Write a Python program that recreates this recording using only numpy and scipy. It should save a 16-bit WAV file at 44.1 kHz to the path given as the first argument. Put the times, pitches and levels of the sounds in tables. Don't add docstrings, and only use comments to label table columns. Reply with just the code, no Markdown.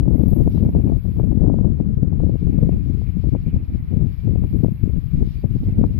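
import sys
import numpy as np
from scipy import signal
from scipy.fft import rfft, irfft, next_fast_len
from scipy.io import wavfile
from scipy.ndimage import uniform_filter1d, minimum_filter1d, map_coordinates

SR = 44100
rng = np.random.default_rng(int(sys.argv[2]) if len(sys.argv) > 2 else 0)


def pcm_store(signal):
    levels = np.round(np.clip(np.atleast_2d(signal), -1, 1) * 32767)
    wavfile.write(sys.argv[1], SR, levels.astype(np.int16).T)


N = 264159
TIME = np.arange(N) / SR


# frequency in Hz at nominal air speed, relative level in dB.
LEFT_EDDY_SPECTRUM = [(20, 12), (60, 2), (110, -0.5), (180, -5.5), (280, -17.5), (450, -31.5), (700, -50),
                      (1100, -71.5), (1800, -92.5), (4000, -110)]

def left_wind(octaves_per_db=0.0823, flutter_octaves=0.1105, flutter_db=3.0, lump_db=1.4061):
    start_octaves, slackening_octaves_per_s = 0.07, 0.032
    level_db = gust_level_db() + lump_db * drift(rate_hz=14)
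    flutter = drift(rate_hz=40.56)
    speed_octaves = start_octaves - slackening_octaves_per_s * TIME
    speed_octaves += octaves_per_db * (level_db - level_db.mean()) + flutter_octaves * flutter
    rumble = swept_eddies(LEFT_EDDY_SPECTRUM, speed_octaves) * from_db(flutter_db * flutter)
    return evened(rumble, span_s=0.047) * from_db(level_db)


# start in seconds, length before release in seconds, level in dB.
LEFT_GUSTS = [(-0.03, 0.51, -11.0), (0.526, 0.16, -11.5), (0.72, 0.25, -12.0), (1.026, 0.08, -16.5),
              (1.144, 0.24, -13), (1.382, 0.34, -10.5), (1.759, 0.176, -15.5), (1.947, 0.41, -14.0),
              (2.4, 0.34, -13.0), (2.77, 0.32, -16), (3.144, 0.05, -16.0), (3.219, 0.0712, -14),
              (3.303, 0.05874, -14.5), (3.438, 0.05, -20.5), (3.516, 0.04994, -14.5), (3.721, 0.04, -18),
              (3.895, 0.18, -14.5), (4.221, 0.23, -14), (4.508, 0.185, -14.5), (4.795, 0.18, -17),
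              (5.117, 0.16, -17), (5.42, 0.14, -14.5), (5.641, 0.0799, -15.5), (5.763, 0.09, -10.5),
              (5.92, 0.08, -17.0)]

def gust_level_db(attack_s=0.02226, release_s=0.03, breeze_db=-22.5, breeze_db_per_s=0.155):
    power = from_db(breeze_db + breeze_db_per_s * TIME) ** 2
    for start_s, length_s, db in LEFT_GUSTS:
        attack = np.clip((TIME - start_s) / attack_s, 0, 1)
        release = np.exp(-np.maximum(TIME - start_s - length_s, 0) / release_s)
        power += (from_db(db) * attack * release) ** 2
    return 10 * np.log10(power)


def swept_eddies(spectrum, speed_octaves, vent_hz=55):
    pattern = coloured(rng.standard_normal(2 * N), spectrum)
    travelled = np.cumsum(2 ** np.clip(speed_octaves, -2, 2))
    pressure = map_coordinates(pattern, [travelled], order=1, mode="wrap")
    return signal.sosfilt(signal.butter(3, vent_hz, "high", fs=SR, output="sos"), pressure)


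# centre in seconds, peak level in dB, core width in seconds.
LEFT_BUFFETS = [(0.08, -11.5, 0.00091), (0.148, -9, 0.0012), (0.197, -17, 0.00085), (0.259, -26, 0.00077),
                (0.365, -18.5, 0.00086), (0.42, -9, 0.0041), (0.457, -26, 0.001), (0.477, -5.5, 0.00099),
                (0.578, -20, 0.00068), (0.651, -16, 0.00097), (0.691, -11, 0.0011), (0.751, -9.5, 0.00095),
                (0.763, -10.5, 0.0012), (0.801, -13.5, 0.0011), (0.853, -13, 0.0014), (0.875, -15, 0.00095),
                (0.9, -11, 0.00099), (0.921, -26.5, 0.00061), (1.053, -22.5, 0.00096),
                (1.199, -13, 0.00076), (1.317, -20.5, 0.00083), (1.416, -1, 0.0026), (1.439, -13.5, 0.0012),
                (1.466, -18.5, 0.00072), (1.5, -7.5, 0.00091), (1.542, -9, 0.00099),
                (1.588, -17.5, 0.00075), (1.648, -15.5, 0.0008), (1.676, -26, 0.00082),
                (1.802, -14, 0.00093), (2.032, -8.5, 0.0013), (2.129, -23, 0.00084),
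                (2.203, -16.5, 0.00087), (2.236, -6, 0.0013), (2.296, -9.5, 0.0012), (2.356, -12, 0.0013),
                (2.452, -5.5, 0.0027), (2.589, -18, 0.00098), (2.633, -9.5, 0.0013), (2.693, -7, 0.0011),
                (3.018, -24, 0.00088), (3.241, -17, 0.0011), (3.272, -7.5, 0.002), (3.33, -16, 0.0014),
                (3.351, -12.5, 0.00079), (3.544, -4.5, 0.0024), (3.563, -21.5, 0.001),
                (3.75, -11.5, 0.0022), (3.93, -16.5, 0.0012), (3.995, -22.5, 0.0012), (4.034, -16.5, 0.002),
                (4.278, -15, 0.0011), (4.359, -12, 0.0011), (4.439, -23, 0.00066), (4.547, -8, .0017),
                (4.635, -7.5, 0.0017), (4.647, -6.5, 0.00098), (4.66, -11, 0.0013), (4.685, -14, .0012),
                (4.839, -3.5, 0.0022), (4.877, -11.5, 0.0017), (4.984, -7, 0.0025), (5.151, -11, 0.0038),
                (5.186, -9.5, 0.0037), (5.226, -19.5, 0.00087), (5.442, -11, 0.0011), (5.566, -8.5, 0.0024),
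                (5.814, -6, 0.0015), (5.84, -10.5, 0.00066)]

def buffets(flank_s=0.005, flank_db=-12):
    out = np.zeros(N)
    for centre_s, peak_db, core_s in LEFT_BUFFETS:
        before, after, spin = rng.random(3)
        swing = vortex(core_s) * from_db(peak_db) * np.sign(spin - 0.5)
        for lag, db in ((0, 0), (-0.5 - before, flank_db), (0.5 + after, flank_db)):
            add_centred(out, centre_s + flank_s * lag, from_db(db) * swing)
    return out


def crackle(rate_hz=26, core_s=0.0008, gain_db=-7.0, growth=2.01, uneven_db=4.5, fade_db_per_s=1.0):
    strays = (rng.random(N) < rate_hz / SR) * np.sign(rng.standard_normal(N))
    size_db = growth * gust_level_db() + gain_db - fade_db_per_s * TIME
    size_db += uneven_db * rng.uniform(-1, 1, N)
    return signal.fftconvolve(strays * from_db(size_db), vortex(core_s), "same")


def vortex(core_s):
    reach = int(0.02 * SR)
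    distance = np.arange(-reach, reach + 1) / (core_s * SR)
    swing = distance / (1 + distance ** 2) ** 2
    return swing / swing.max()


# frequency in Hz at nominal air speed, relative level in dB.
RIGHT_EDDY_SPECTRUM = [(20, -3.5), (80, -0.5), (150, -3), (220, -9.5), (350, -26), (600, -41), (1000, -57),
                       (3000, -100)]
# time in seconds, level in dB.
RIGHT_WIND_LEVELS = [(0.0, -22.5), (0.24, -37), (0.36, -23), (0.76, -21), (0.9, -28), (1.04, -44),
                     (1.14, -28), (1.45, -34), (1.88, -29), (2.28, -30), (2.36, -41), (2.43, -26),
                     (2.67, -22.5), (3.01, -45.5), (3.26, -41), (3.36, -26), (3.73, -30), (4.1, -33),
                     (4.45, -28), (4.6, -32), (4.73, -23), (4.87, -45), (5.08, -36.5), (5.19, -22),
                     (5.3, -33), (5.55, -30), (5.72, -20), (5.99, -28.5)]

def right_wind(octaves_per_db=0.0272, flutter_octaves=0.15, flutter_db=2.5, lump_db=2.0):
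    level_db = in_time(RIGHT_WIND_LEVELS) + lump_db * drift(rate_hz=10)
    flutter = drift(rate_hz=35)
    speed_octaves = octaves_per_db * (level_db - level_db.mean()) + flutter_octaves * flutter
    rumble = swept_eddies(RIGHT_EDDY_SPECTRUM, speed_octaves) * from_db(flutter_db * flutter)
    return evened(rumble, span_s=0.6) * from_db(level_db)


# frequency in Hz, relative level in dB.
FLOCK_SPECTRUM = [(1000, -19), (1900, -3.5), (2350, 2.5), (2550, -4), (2850, -10), (3600, -12),
                  (6000, -37.5)]
# time in seconds, relative level in dB.
FLOCK_LEVELS = [(0.0, -73.5), (0.51, -68), (2.04, -78), (2.42, -68.5), (3.06, -68.5), (3.85, -66.5),
                (4.15, -68), (5.98, -67.5)]
# centre in seconds, rise in dB.
FLOCK_OUTCRIES = [(2.72, 3.5), (3.08, 5), (3.5, 5), (5.36, 4), (5.69, 5)]

def flock(count=380, pitch_hz=2400, spread_octaves=0.25, calls_db=-5.0, shared_db=-1.5, gain_db=0.9):
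    calls = np.zeros(N + SR)
    for start, (pitch, glide) in zip(rng.integers(0, N, count), rng.standard_normal((count, 2))):
        hz = pitch_hz * 2 ** (spread_octaves * pitch)
        note = chirp(hz, glide_octaves=0.08 * glide, length_s=0.03, hoarse_hz=80)
        calls[start:start + len(note)] += note * np.exp(-pitch ** 2 / 2)
    voices = rng.standard_normal((2, N)) + from_db(shared_db) * rng.standard_normal(N)
    chatter = coloured(voices, FLOCK_SPECTRUM) + from_db(calls_db) * unit_rms(calls[:N])
    outcry_db = sum(db * swell(centre_s, half_width_s=0.038) for centre_s, db in FLOCK_OUTCRIES)
    level_db = in_time(FLOCK_LEVELS) + outcry_db + drift(rate_hz=7.9) + gain_db
    return panned(chatter * from_db(level_db), left_db=2.5)


# centre in seconds, pitch in Hz, glide in octaves, length in seconds, level in dB.
NEAR_CALLS = [(0.533, 5625, 0, .095, -69), (0.542, 4990, 0, .095, -72), (.537, 3770, -0.069, .05, -67.5),
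              (.566, 3890, -0.08, .065, -64), (2.845, 5170, .06, .054, -77), (2.888, 5920, .2, .067, -77),
              (5.086, 2840, 0.16, 0.036, -67), (5.39, 4600, .18, 0.12, -70.5), (5.303, 5080, .1, 0.08, -72),
              (5.56, 4660, 0.1, .035, -66), (5.657, 3120, -0.19, 0.034, -64)]

def near_birds(quaver_depth=0.63):
    out = np.zeros(N)
    for centre_s, hz, glide_octaves, length_s, db in NEAR_CALLS:
        add_centred(out, centre_s, from_db(db) * chirp(hz, glide_octaves, length_s, hoarse_hz=13))
    return out * (1 + quaver_depth * drift(rate_hz=90))


def chirp(hz, glide_octaves, length_s, hoarse_hz):
    progress = np.linspace(0, 1, int(length_s * SR))
    pitch_hz = hz * 2 ** (glide_octaves * (progress - 0.5))
    wander = np.sqrt(2 * np.pi * hoarse_hz / SR) * rng.standard_normal(SR // 4)[:len(progress)]
    phase = np.cumsum(2 * np.pi * pitch_hz / SR + wander)
    return np.sin(np.pi * progress) ** 2 * np.sin(phase)


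# frequency in Hz, relative level in dB.
RUSTLE_SPECTRUM = [(3000, -44.5), (7500, -26), (9000, -36), (10200, -14), (11200, -4.5), (12100, 1.5),
                   (13200, -5), (14500, -13)]
# time in seconds, relative level in dB.
RUSTLE_LEVELS = [(0.0, -73.5), (0.12, -68), (0.18, -62), (0.26, -64.5), (0.33, -58), (0.44, -64),
                 (0.91, -69.5), (1.2, -67.5), (1.44, -75), (2.06, -78), (2.55, -71.5), (3.58, -75.5),
                 (3.82, -73.5), (4.28, -73), (4.54, -68), (4.99, -71.5), (5.98, -71)]
# start in seconds, relative peak level in dB.
RUSTLE_TICKS = [(0.186, -50), (0.282, -34.5), (0.304, -41), (0.322, -44), (0.3486, -41), (0.362, -42.5),
                (1.651, -60), (5.0405, -55)]

def rustle(grain_db=1.5, gain_db=2.9, tick_decay_s=0.0022, tick_gain_db=-7):
    envelope = from_db(in_time(RUSTLE_LEVELS) + gain_db + grain_db * drift(rate_hz=150))
    for start_s, db in RUSTLE_TICKS:
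        decay = (TIME >= start_s) * np.exp(-np.abs(TIME - start_s) / tick_decay_s)
        envelope += from_db(db + tick_gain_db) * decay
    return panned(envelope * stereo_noise(RUSTLE_SPECTRUM), left_db=-6)


# frequency in Hz, relative level in dB.
GRASS_SPECTRUM = [(1500, -10), (3000, 3.5), (5000, 0.5), (6000, -7.5), (6600, -21.5), (7400, -11.5),
                  (8500, -28.5), (12000, -30.5)]
# time in seconds, relative level in dB.
GRASS_LEVELS = [(0, -80), (0.5, -76.5), (1.1, -79.5), (1.7, -84), (2.22, -83.5), (2.3, -77.5), (3.4, -80),
                (4.9, -79), (5.6, -76), (5.99, -77.5)]
# centre in seconds, half-width in seconds, relative level in dB.
GRASS_SWISHES = [(0.58, 0.024, -72), (2.3, 0.031, -88.5), (3.002, 0.05, -80), (3.209, 0.028, -80),
                 (3.69, 0.048, -85.5), (4.208, 0.096, -84.5), (5.29, 0.062, -73.5)]

def grass(gain_db=7.5, uneven_db=2.4):
    brushing = stereo_noise(GRASS_SPECTRUM)
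    bed = from_db(in_time(GRASS_LEVELS) + uneven_db * drift(rate_hz=14))
    swishes = sum(from_db(db) * swell(centre_s, half_s) for centre_s, half_s, db in GRASS_SWISHES)
    return panned(brushing * (bed + swishes) * from_db(gain_db), left_db=-4.5)


# frequency in Hz, relative level in dB.
AIR_SPECTRUM = [(100, 4), (500, 2), (1000, 3), (1600, -0.5), (2500, -7.5), (4000, -27), (6000, -31),
                (9000, -38)]

def field_air(level_db=-62):
    return panned(from_db(level_db) * stereo_noise(AIR_SPECTRUM), left_db=4)


def from_db(db):
    return 10 ** (np.asarray(db) / 20)


def unit_rms(x):
    return x / np.sqrt(np.mean(x ** 2) + 1e-20)


def in_time(rows):
    return np.interp(TIME, *np.transpose(rows))


def add_centred(out, centre_s, sound):
    start = int(centre_s * SR) - len(sound) // 2
    out[start:start + len(sound)] += sound


def panned(x, left_db):
    return x * from_db(np.array([[0.5], [-0.5]]) * left_db)


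def coloured(x, spectrum):
    length = x.shape[-1]
    size = next_fast_len(length)
    hz, db = np.transpose(spectrum)
    bins_hz = np.maximum(np.fft.rfftfreq(size, 1 / SR), 1)
    response = from_db(np.interp(np.log(bins_hz), np.log(hz), db))
    return unit_rms(irfft(rfft(x, size) * response, size)[..., :length])


def stereo_noise(spectrum):
    return coloured(rng.standard_normal((2, N)), spectrum)


def drift(rate_hz):
    size = next_fast_len(N)
    rolloff = 1 + (np.fft.rfftfreq(size, 1 / SR) / rate_hz) ** 2
    return unit_rms(irfft(rfft(rng.standard_normal(size)) / rolloff, size)[:N])


def smoothed(x, size):
    return uniform_filter1d(uniform_filter1d(x, size), size)


def evened(x, span_s):
    return x / np.sqrt(smoothed(x ** 2, int(span_s * SR)) + 1e-12)


def swell(centre_s, half_width_s):
    return np.exp(-((TIME - centre_s) / half_width_s) ** 2)


def scene():
    wind = np.array([left_wind() + buffets() + crackle(), right_wind()])
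    return wind + field_air() + flock() + near_birds() + grass() + rustle()


def record(dry, ceiling=0.95, limiter_s=0.012, cutoff_hz=14650):
    size = int(limiter_s * SR)
    needed_gain = ceiling / np.maximum(np.abs(dry).max(axis=0), ceiling)
    gain = smoothed(minimum_filter1d(needed_gain, 2 * size), size)
    return signal.sosfilt(signal.ellip(10, 0.1, 80, cutoff_hz, fs=SR, output="sos"), dry * gain)


dry = scene()
out = record(dry)
pcm_store(out)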